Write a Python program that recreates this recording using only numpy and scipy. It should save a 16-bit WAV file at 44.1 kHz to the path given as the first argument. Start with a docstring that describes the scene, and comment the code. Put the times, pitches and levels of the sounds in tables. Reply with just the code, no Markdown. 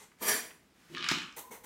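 """A hollow hard-plastic toy rolls across a tiled floor with dry treats clattering inside it.
Each impact excites the damped modes of the shell, while the weighted base rumbles and bumps on the tiles.
The dog that noses it along snorts first and sniffs after it: turbulent air noise with narrow resonances.
Its claws tap faintly, and the quiet room reverberates briefly."""
import sys
import numpy as np
from scipy import signal
from scipy.fft import rfft, irfft
from scipy.io import wavfile

SR = 44100
rng = np.random.default_rng(int(sys.argv[2]) if len(sys.argv) > 2 else 0)


def generate_wav(signal):
    """Clip the signal to [-1, 1] and save it as 16-bit WAV at the path in sys.argv[1]."""
    frames = np.transpose(np.atleast_2d(signal))
    scaled = np.clip(frames, -1, 1) * 32767
    pcm = np.round(scaled).astype(np.int16)
    wavfile.write(sys.argv[1], SR, pcm)


N = 72765
T = np.arange(N) / SR
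FREQS = np.maximum(np.fft.rfftfreq(N, 1 / SR), 1)


def undb(db):
    """Amplitude ratio of a level in decibels."""
    return 10 ** (np.asarray(db) / 20)

def unit_rms(x):
    """Normalisation to unit mean power."""
    return x / np.sqrt(np.mean(x ** 2))

def unit_energy(x):
    """Normalisation to unit total energy."""
    return x / np.sqrt(np.sum(x ** 2))

def decay(t60):
    """Exponential damping: 60 dB in t60 seconds."""
    return np.exp(-np.log(1000) * T / t60)

def on_log(points, hz=FREQS):
    """Interpolation on a logarithmic frequency axis."""
    f, values = np.array(points).T
    return np.interp(np.log(hz), np.log(f), values)

def envelope(points):
    """Amplitude envelope, linear in decibels and silent outside its points."""
    s, db = np.array(points).T
    return undb(np.interp(T, s, db)) * (T > s[0]) * (T < s[-1])

def delay(x, s):
    """Pure delay of s seconds."""
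    return np.concatenate([np.zeros(int(s * SR)), x])[:N]

def convolve(x, response):
    """Output of a linear system with the given impulse response."""
    return signal.fftconvolve(x, response)[:N]

def colour(x, db):
    """Minimum-phase filtering: folding the cepstrum makes the gain curve causal."""
    cepstrum = irfft(db * np.log(10) / 20, N)
    cepstrum[1:N // 2] *= 2
    cepstrum[N // 2:] = 0
    response = irfft(np.exp(rfft(cepstrum)), N)
    return convolve(x, response[:N // 8])

def lowpass_db(cutoff_hz):
    """Third-order Butterworth roll-off."""
    return -10 * np.log10(1 + (FREQS / cutoff_hz) ** 6)

def emphasis_db(hz, peak_db=11, octaves=0.37):
    """Gaussian spectral peak: each contact favours one band."""
    return peak_db * np.exp(-.5 * (np.log2(FREQS / hz) / octaves) ** 2)

def noise(db):
    """Spectral shaping of white noise, at unit power."""
    return unit_rms(irfft(rfft(rng.standard_normal(N)) * undb(db), N))

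def resonance(hz, half_width_hz):
    """Noise confined to a Lorentzian peak: the narrower, the more tonal."""
    return noise(-20 * np.log10(1 + ((FREQS - hz) / half_width_hz) ** 2))

def modes(table, detune=0.014):
    """Free vibration of a struck body: a sum of damped sinusoids, each randomly detuned."""
    ringing = 0
    for hz, db, t60 in table:
        detuned_hz = hz * (1 + detune * rng.standard_normal())
        ringing += undb(db) * decay(t60) * np.sin(2 * np.pi * detuned_hz * T)
    return unit_energy(ringing)


# background spectrum (frequency [Hz], relative density [dB])
HUSH_SPECTRUM = [(20, -42), (50, -0.5), (100, -4), (170, 2.5), (350, -2), (500, -9), (1000, -12.5),
                 (1900, -11), (3000, -16), (8000, -22.5), (16000, -30)]
def hush(level_db=-66):
    """Stationary ambient noise, strongest in the bass."""
    return undb(level_db) * noise(on_log(HUSH_SPECTRUM))

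# reverberation time (frequency [Hz], t60 [s])
ROOM_T60 = [(150, 0.42), (1000, 0.49), (3000, 0.35), (8000, 0.4), (16000, 0.39)]
def room(x, wet_db, gap_s=0.0023, build_s=0.0084):
    """Reverberation: direct sound plus a diffuse tail in which each octave decays at its own rate."""
    white, tail = rfft(rng.standard_normal(N)), 0
    for hz in np.geomspace(62.5, 16000, 9):
        octave_band = np.maximum(1 - abs(np.log2(FREQS / hz)), 0)
        tail += irfft(white * octave_band, N) * decay(on_log(ROOM_T60, hz))
    build_up = np.clip((T - gap_s) / build_s, 0, 1)
    return x + undb(wet_db) * convolve(x, unit_energy(tail * build_up))

# rustle envelope (time [s], level [dB])
RUSTLE_LEVEL = [(.74, -74.5), (.8, -67.5), (.88, -65.5), (.94, -58), (.98, -69)]
# rustle spectrum (frequency [Hz], relative density [dB])
RUSTLE_SPECTRUM = [(200, -19.5), (800, 3), (2000, 4), (9000, -6), (12000, -9.5), (16000, -13)]
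def rustle():
    """Amplitude-modulated noise: a faint swell as the dog reaches the toy."""
    return envelope(RUSTLE_LEVEL) * noise(on_log(RUSTLE_SPECTRUM))

# claws on the tiles (time [s], level [dB], centre frequency [Hz])
CLAW_TAPS = [(.117, -38.5, 1550), (.507, -28, 2040), (.513, -30.5, 1940), (0.545, -43, 9900)]
def claws(t60=0.036):
    """Heavily damped impacts: each tap is a short burst of broadly resonant noise."""
    return sum(undb(db) * delay(unit_energy(resonance(hz, hz / 3) * decay(t60)), s)
               for s, db, hz in CLAW_TAPS)

def puff(s, length, attack_s=0.011, release_s=0.025):
    """Airflow envelope of a sniff: linear attack, hold and exponential release."""
    attack = np.clip((T - s) / attack_s, 0, 1)
    return attack * np.exp(-np.maximum(T - s - length, 0) / release_s)

# quick sniffs (time [s], duration [s], level [dB], tilt [dB/octave], cutoff [Hz])
SNIFF_PUFFS = [(-.03, 0.066, -55, 1, 7400), (1.361, .033, -43.5, -0.5, 20200),
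               (1.505, 0.047, -48, -2, 20550), (1.633, .04, -48.5, -2, 19350)]
# air noise of a sniff (frequency [Hz], relative density [dB])
SNIFF_SPECTRUM = [(59, -57), (100, -20), (365, -9), (691, -12.5), (752, -21), (872, -32), (1100, -8.5),
                  (1760, -12), (2080, -6), (2270, -13.5), (4020, -13), (4870, -19.5), (6020, -10.5),
                  (9020, -9), (10200, -10.5), (14700, -7.5), (16000, -14.5)]
# nostril resonances (frequency [Hz], half-width [Hz], relative level [dB])
NOSTRIL_PEAKS = [(450, 80, -12), (900, 120, -10), (6200, 150, -16), (9245, 70, -16), (10900, 100, -15),
                 (12000, 300, -13), (14430, 120, -16)]
def sniffs():
    """Turbulent noise with nostril resonances, released in short puffs of differing brightness."""
    air = noise(on_log(SNIFF_SPECTRUM))
    air += sum(undb(db) * resonance(hz, width) for hz, width, db in NOSTRIL_PEAKS)
    octaves = np.log2(np.clip(FREQS, 500, 12000) / 2500)
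    return sum(undb(db) * puff(s, length) * unit_rms(colour(air, tilt * octaves + lowpass_db(cutoff)))
               for s, length, db, tilt, cutoff in SNIFF_PUFFS)

# faint whistles (time [s], duration [s], frequency [Hz], level [dB])
NOSE_WHISTLES = [(1.4, .03, 963, -63), (1.43, 0.076, 1000, -58.5), (1.509, 0.013, 2195, -57)]
def whistles(half_width_hz=22):
    """Narrow resonances of the nose, driven by puffs of air."""
    return sum(undb(db) * puff(s, length) * resonance(hz, half_width_hz)
               for s, length, hz, db in NOSE_WHISTLES)

# envelopes of the snort's airflow and low body (time [s], level [dB])
SNORT_FLOW = [(.185, -66), (.212, -51.5), (.226, -37), (.266, -35.5), (.29, -26.5), (.31, -29.5),
              (.35, -33), (.385, -37.5), (.42, -44), (.5, -56), (.54, -89)]
SNORT_BODY_LEVEL = [(.195, -82), (.218, -41), (.26, -42), (.3, -38), (.34, -41.5), (.385, -49.5),
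                    (.41, -71), (.5, -58.5), (.53, -110)]
# spectra of its hiss and low body (frequency [Hz], relative density [dB])
SNORT_HISS_SPECTRUM = [(200, -28.5), (700, -5.5), (1300, -16), (1750, -2), (2300, -1), (2700, -11),
                       (3200, -6), (4000, -10.5), (4900, -5.5), (5300, -15), (5900, -6), (6600, -9.5),
                       (9700, -8.5), (10400, -17.5), (11100, -8), (11900, -28), (13500, -19.5),
                       (16000, -12)]
SNORT_BODY_SPECTRUM = [(50, -41.5), (110, -15.5), (180, -6.5), (290, -0.5), (380, 0.5), (470, 5),
                       (560, -11.5), (640, 0.5), (750, -23), (900, -2), (1200, -1), (1600, -29),
                       (4000, -28)]
def snort(hiss_db=-3):
    """Turbulence: a two-stage blast of broadband hiss over a low body."""
    body = envelope(SNORT_BODY_LEVEL) * noise(on_log(SNORT_BODY_SPECTRUM))
    hiss = envelope(SNORT_FLOW) * noise(on_log(SNORT_HISS_SPECTRUM))
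    return body + undb(hiss_db) * hiss

# thin tones of the snort (frequency [Hz], half-width [Hz], relative level [dB], swell centre [s])
SNORT_PEAKS = [(1474, 20, -17, .34), (1690, 30, -13, .31), (1795, 30, -12, .31), (3151, 20, -15, .32),
               (4700, 60, -19, .32), (5700, 22, -9, .33), (7285, 16, -12, .37), (7526, 22, -17, .31),
               (8155, 16, -15, .26), (9546, 20, -11, .3), (11225, 55, -8, .3), (12985, 16, -7, .25),
               (13372, 25, -10, .22), (13554, 16, -13, .3)]
def snort_tones(gain_db=2, onset_s=0.2, rise_s=.012, swell_s=0.09, skirt_ratio=7, skirt_db=-3):
    """Flow-driven resonances swell in turn; a wider skirt of hiss stands for their flutter sidebands."""
    tones = 0
    for hz, width, db, s in SNORT_PEAKS:
        tone = unit_rms(resonance(hz, width) + undb(skirt_db) * resonance(hz, width * skirt_ratio))
        tones += undb(db) * tone / (1 + ((T - s) / swell_s) ** 2)
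    onset = np.clip((T - onset_s) / rise_s, 0, 1)
    return undb(gain_db) * envelope(SNORT_FLOW) * onset * tones

# rumble envelope (time [s], level [dB])
ROLL_LEVEL = [(.885, -67), (.905, -56), (.95, -52.5), (1.04, -53.5), (1.08, -65), (1.15, -54), (1.26, -60),
              (1.32, -78)]
# rumble spectrum (frequency [Hz], relative density [dB])
ROLL_SPECTRUM = [(50, -33), (110, -11.5), (160, 0.5), (220, 0), (270, 0), (340, 2), (430, -9.5), (600, -18),
                 (1200, -33), (4000, -57)]
def roll():
    """Rolling noise: continuous contact of the base with the tiles gives a low rumble."""
    return envelope(ROLL_LEVEL) * noise(on_log(ROLL_SPECTRUM))

# the weighted base meets the tiles (time [s], relative level [dB], emphasis [Hz])
BASE_BUMPS = [(0.898, -16.5, 323), (0.942, -11, 325), (1.003, -17.5, 216), (1.114, 3.5, 192),
              (1.172, -7, 277), (1.499, -21, 230)]
# modes of the whole toy on the floor (frequency [Hz], relative level [dB], t60 [s])
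BASE_MODES = [(165, 2, .025), (218, 6, .03), (255, -2, .05), (292, -7, .2), (345, -3, .06)]
# contact noise (frequency [Hz], relative density [dB])
THUD_SPECTRUM = [(50, -32), (130, 4), (250, 15), (500, -14.5), (900, 16), (2000, -41)]
# filtering by the soft contact and the toy's small size (frequency [Hz], gain [dB])
BUMP_FILTER = [(20, -47), (50, -34), (85, -17), (140, -17.5), (380, -5), (600, -25.5), (1200, -20.5),
               (3000, -25), (8000, -53)]
def bumps(gain_db=-9.5, thud_db=0.5, thud_t60=.028):
    """Soft impacts excite low modes; a small body radiates the deepest bass poorly."""
    track = 0
    for s, db, hz in BASE_BUMPS:
        thud = unit_energy(colour(rng.standard_normal(N) * decay(thud_t60), on_log(THUD_SPECTRUM)))
        body = modes(BASE_MODES) + undb(thud_db) * thud
        bump = unit_energy(colour(body, on_log(BUMP_FILTER) + emphasis_db(hz)))
        track += undb(db + gain_db) * delay(bump, s)
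    return track

# the shell lands on the tiles (time [s], level [dB])
SHELL_KNOCKS = [(1.1145, -8), (1.119, -10.5)]
# hollow knock (frequency [Hz], relative density [dB])
KNOCK_SPECTRUM = [(100, -24.5), (220, 10.5), (450, -3), (800, -6), (1200, -4.5), (2000, 3.5), (4000, -18),
                  (7000, -16), (14000, -25.5)]
def knocks(t60=.022):
    """Brief blows have broad spectra: each is a burst of rapidly decaying noise."""
    track = 0
    for s, db in SHELL_KNOCKS:
        blow = colour(rng.standard_normal(N) * decay(t60), on_log(KNOCK_SPECTRUM))
        track += undb(db) * delay(unit_energy(blow), s)
    return track

# modes of the plastic shell (frequency [Hz], relative level [dB], t60 [s])
SHELL_MODES = [(1234, 7.5, 0.11), (1620, -24, 0.024), (1806, -3, 0.13), (2310, 5, 0.035), (2532, 12, 0.037),
               (3395, -2, 0.11), (4000, -28, 0.017), (5700, -9, .02)]
# hard contact (frequency [Hz], relative density [dB])
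CRACK_SPECTRUM = [(300, -28), (750, -18), (1150, 3.5), (1500, 1.5), (2500, -4.5), (4000, -1.5),
                  (5500, -8.5), (7000, -8.5), (9500, -17), (16000, -23.5)]
def clack(emphasis_hz, cutoff_hz, tick_db=-1.5, crack_t60=0.022, shell_db=-8.5):
    """Impact excitation: a tick, a short crack and the shell's modes; softer contacts cut off lower."""
    tick = undb(tick_db) * (T == 0)
    crack = unit_energy(rng.standard_normal(N) * decay(crack_t60))
    contact = unit_energy(colour(tick + crack, on_log(CRACK_SPECTRUM)))
    body = contact + undb(shell_db) * modes(SHELL_MODES)
    return unit_energy(colour(body, emphasis_db(emphasis_hz) + lowpass_db(cutoff_hz)))

# treats strike the shell (time [s], relative level [dB], emphasis [Hz], cutoff [Hz])
TREAT_CLACKS = [(.949, -14.5, 3330, 5860), (.967, -18, 3440, 5930), (0.971, -12, 1890, 5400),
                (.981, -15.5, 4100, 6000), (1.007, -48, 4000, 6000), (1.0267, -12.5, 3700, 5950),
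                (1.038, -14.5, 2440, 4500), (1.043, -8, 2600, 7850), (1.047, -20, 2520, 7500),
                (1.063, -19, 4270, 7350), (1.065, -11, 1930, 5130), (1.0877, -2, 5550, 16000),
                (1.09, -4, 2270, 14000), (1.094, -17, 7000, 14000), (1.101, -11, 2130, 12000),
                (1.114, -6.5, 3500, 15000), (1.130, -28, 2600, 14100), (1.185, -12, 2760, 8200),
                (1.219, -16, 2230, 5960), (1.325, -33, 6060, 9000)]
# envelope of the loose treats tumbling (time [s], level [dB])
TUMBLE_LEVEL = [(.88, -92), (.94, -56), (.98, -49.5), (1.02, -46), (1.06, -43), (1.12, -38.5), (1.18, -47),
                (1.24, -64.5), (1.3, -66.5), (1.36, -69)]
def treats(clack_db=-1, hits_per_s=530, scatter_db=5):
    """Superposed impacts: distinct clacks over a Poisson patter of small ones."""
    clacks = sum(undb(db + clack_db) * delay(clack(hz, cutoff), s) for s, db, hz, cutoff in TREAT_CLACKS)
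    strikes = rng.random(N) < hits_per_s / SR
    strengths = undb(scatter_db * rng.standard_normal(N)) * rng.choice([-1, 1], N)
    patter = unit_rms(strikes * strengths) * envelope(TUMBLE_LEVEL)
    return clacks + convolve(patter, clack(emphasis_hz=2600, cutoff_hz=6540))


def scene():
    """Superposition in mono: toy and dog, each with reverberation, over the hush."""
    toy = room(treats(), wet_db=0) + room(roll() + bumps() + knocks(), wet_db=-7)
    dog = room(rustle() + snort() + sniffs() + whistles() + claws(), wet_db=-7.5)
    dog += room(snort_tones(), wet_db=-11)
    return (toy + dog + hush())[None]

def record(dry):
    """Band limiting: a steep elliptic low-pass removes the highest treble."""
    cutoff_hz = 15850
    return signal.sosfilt(signal.ellip(10, .2, 80, cutoff_hz, fs=SR, output="sos"), dry)


dry = scene()
out = record(dry)
generate_wav(out)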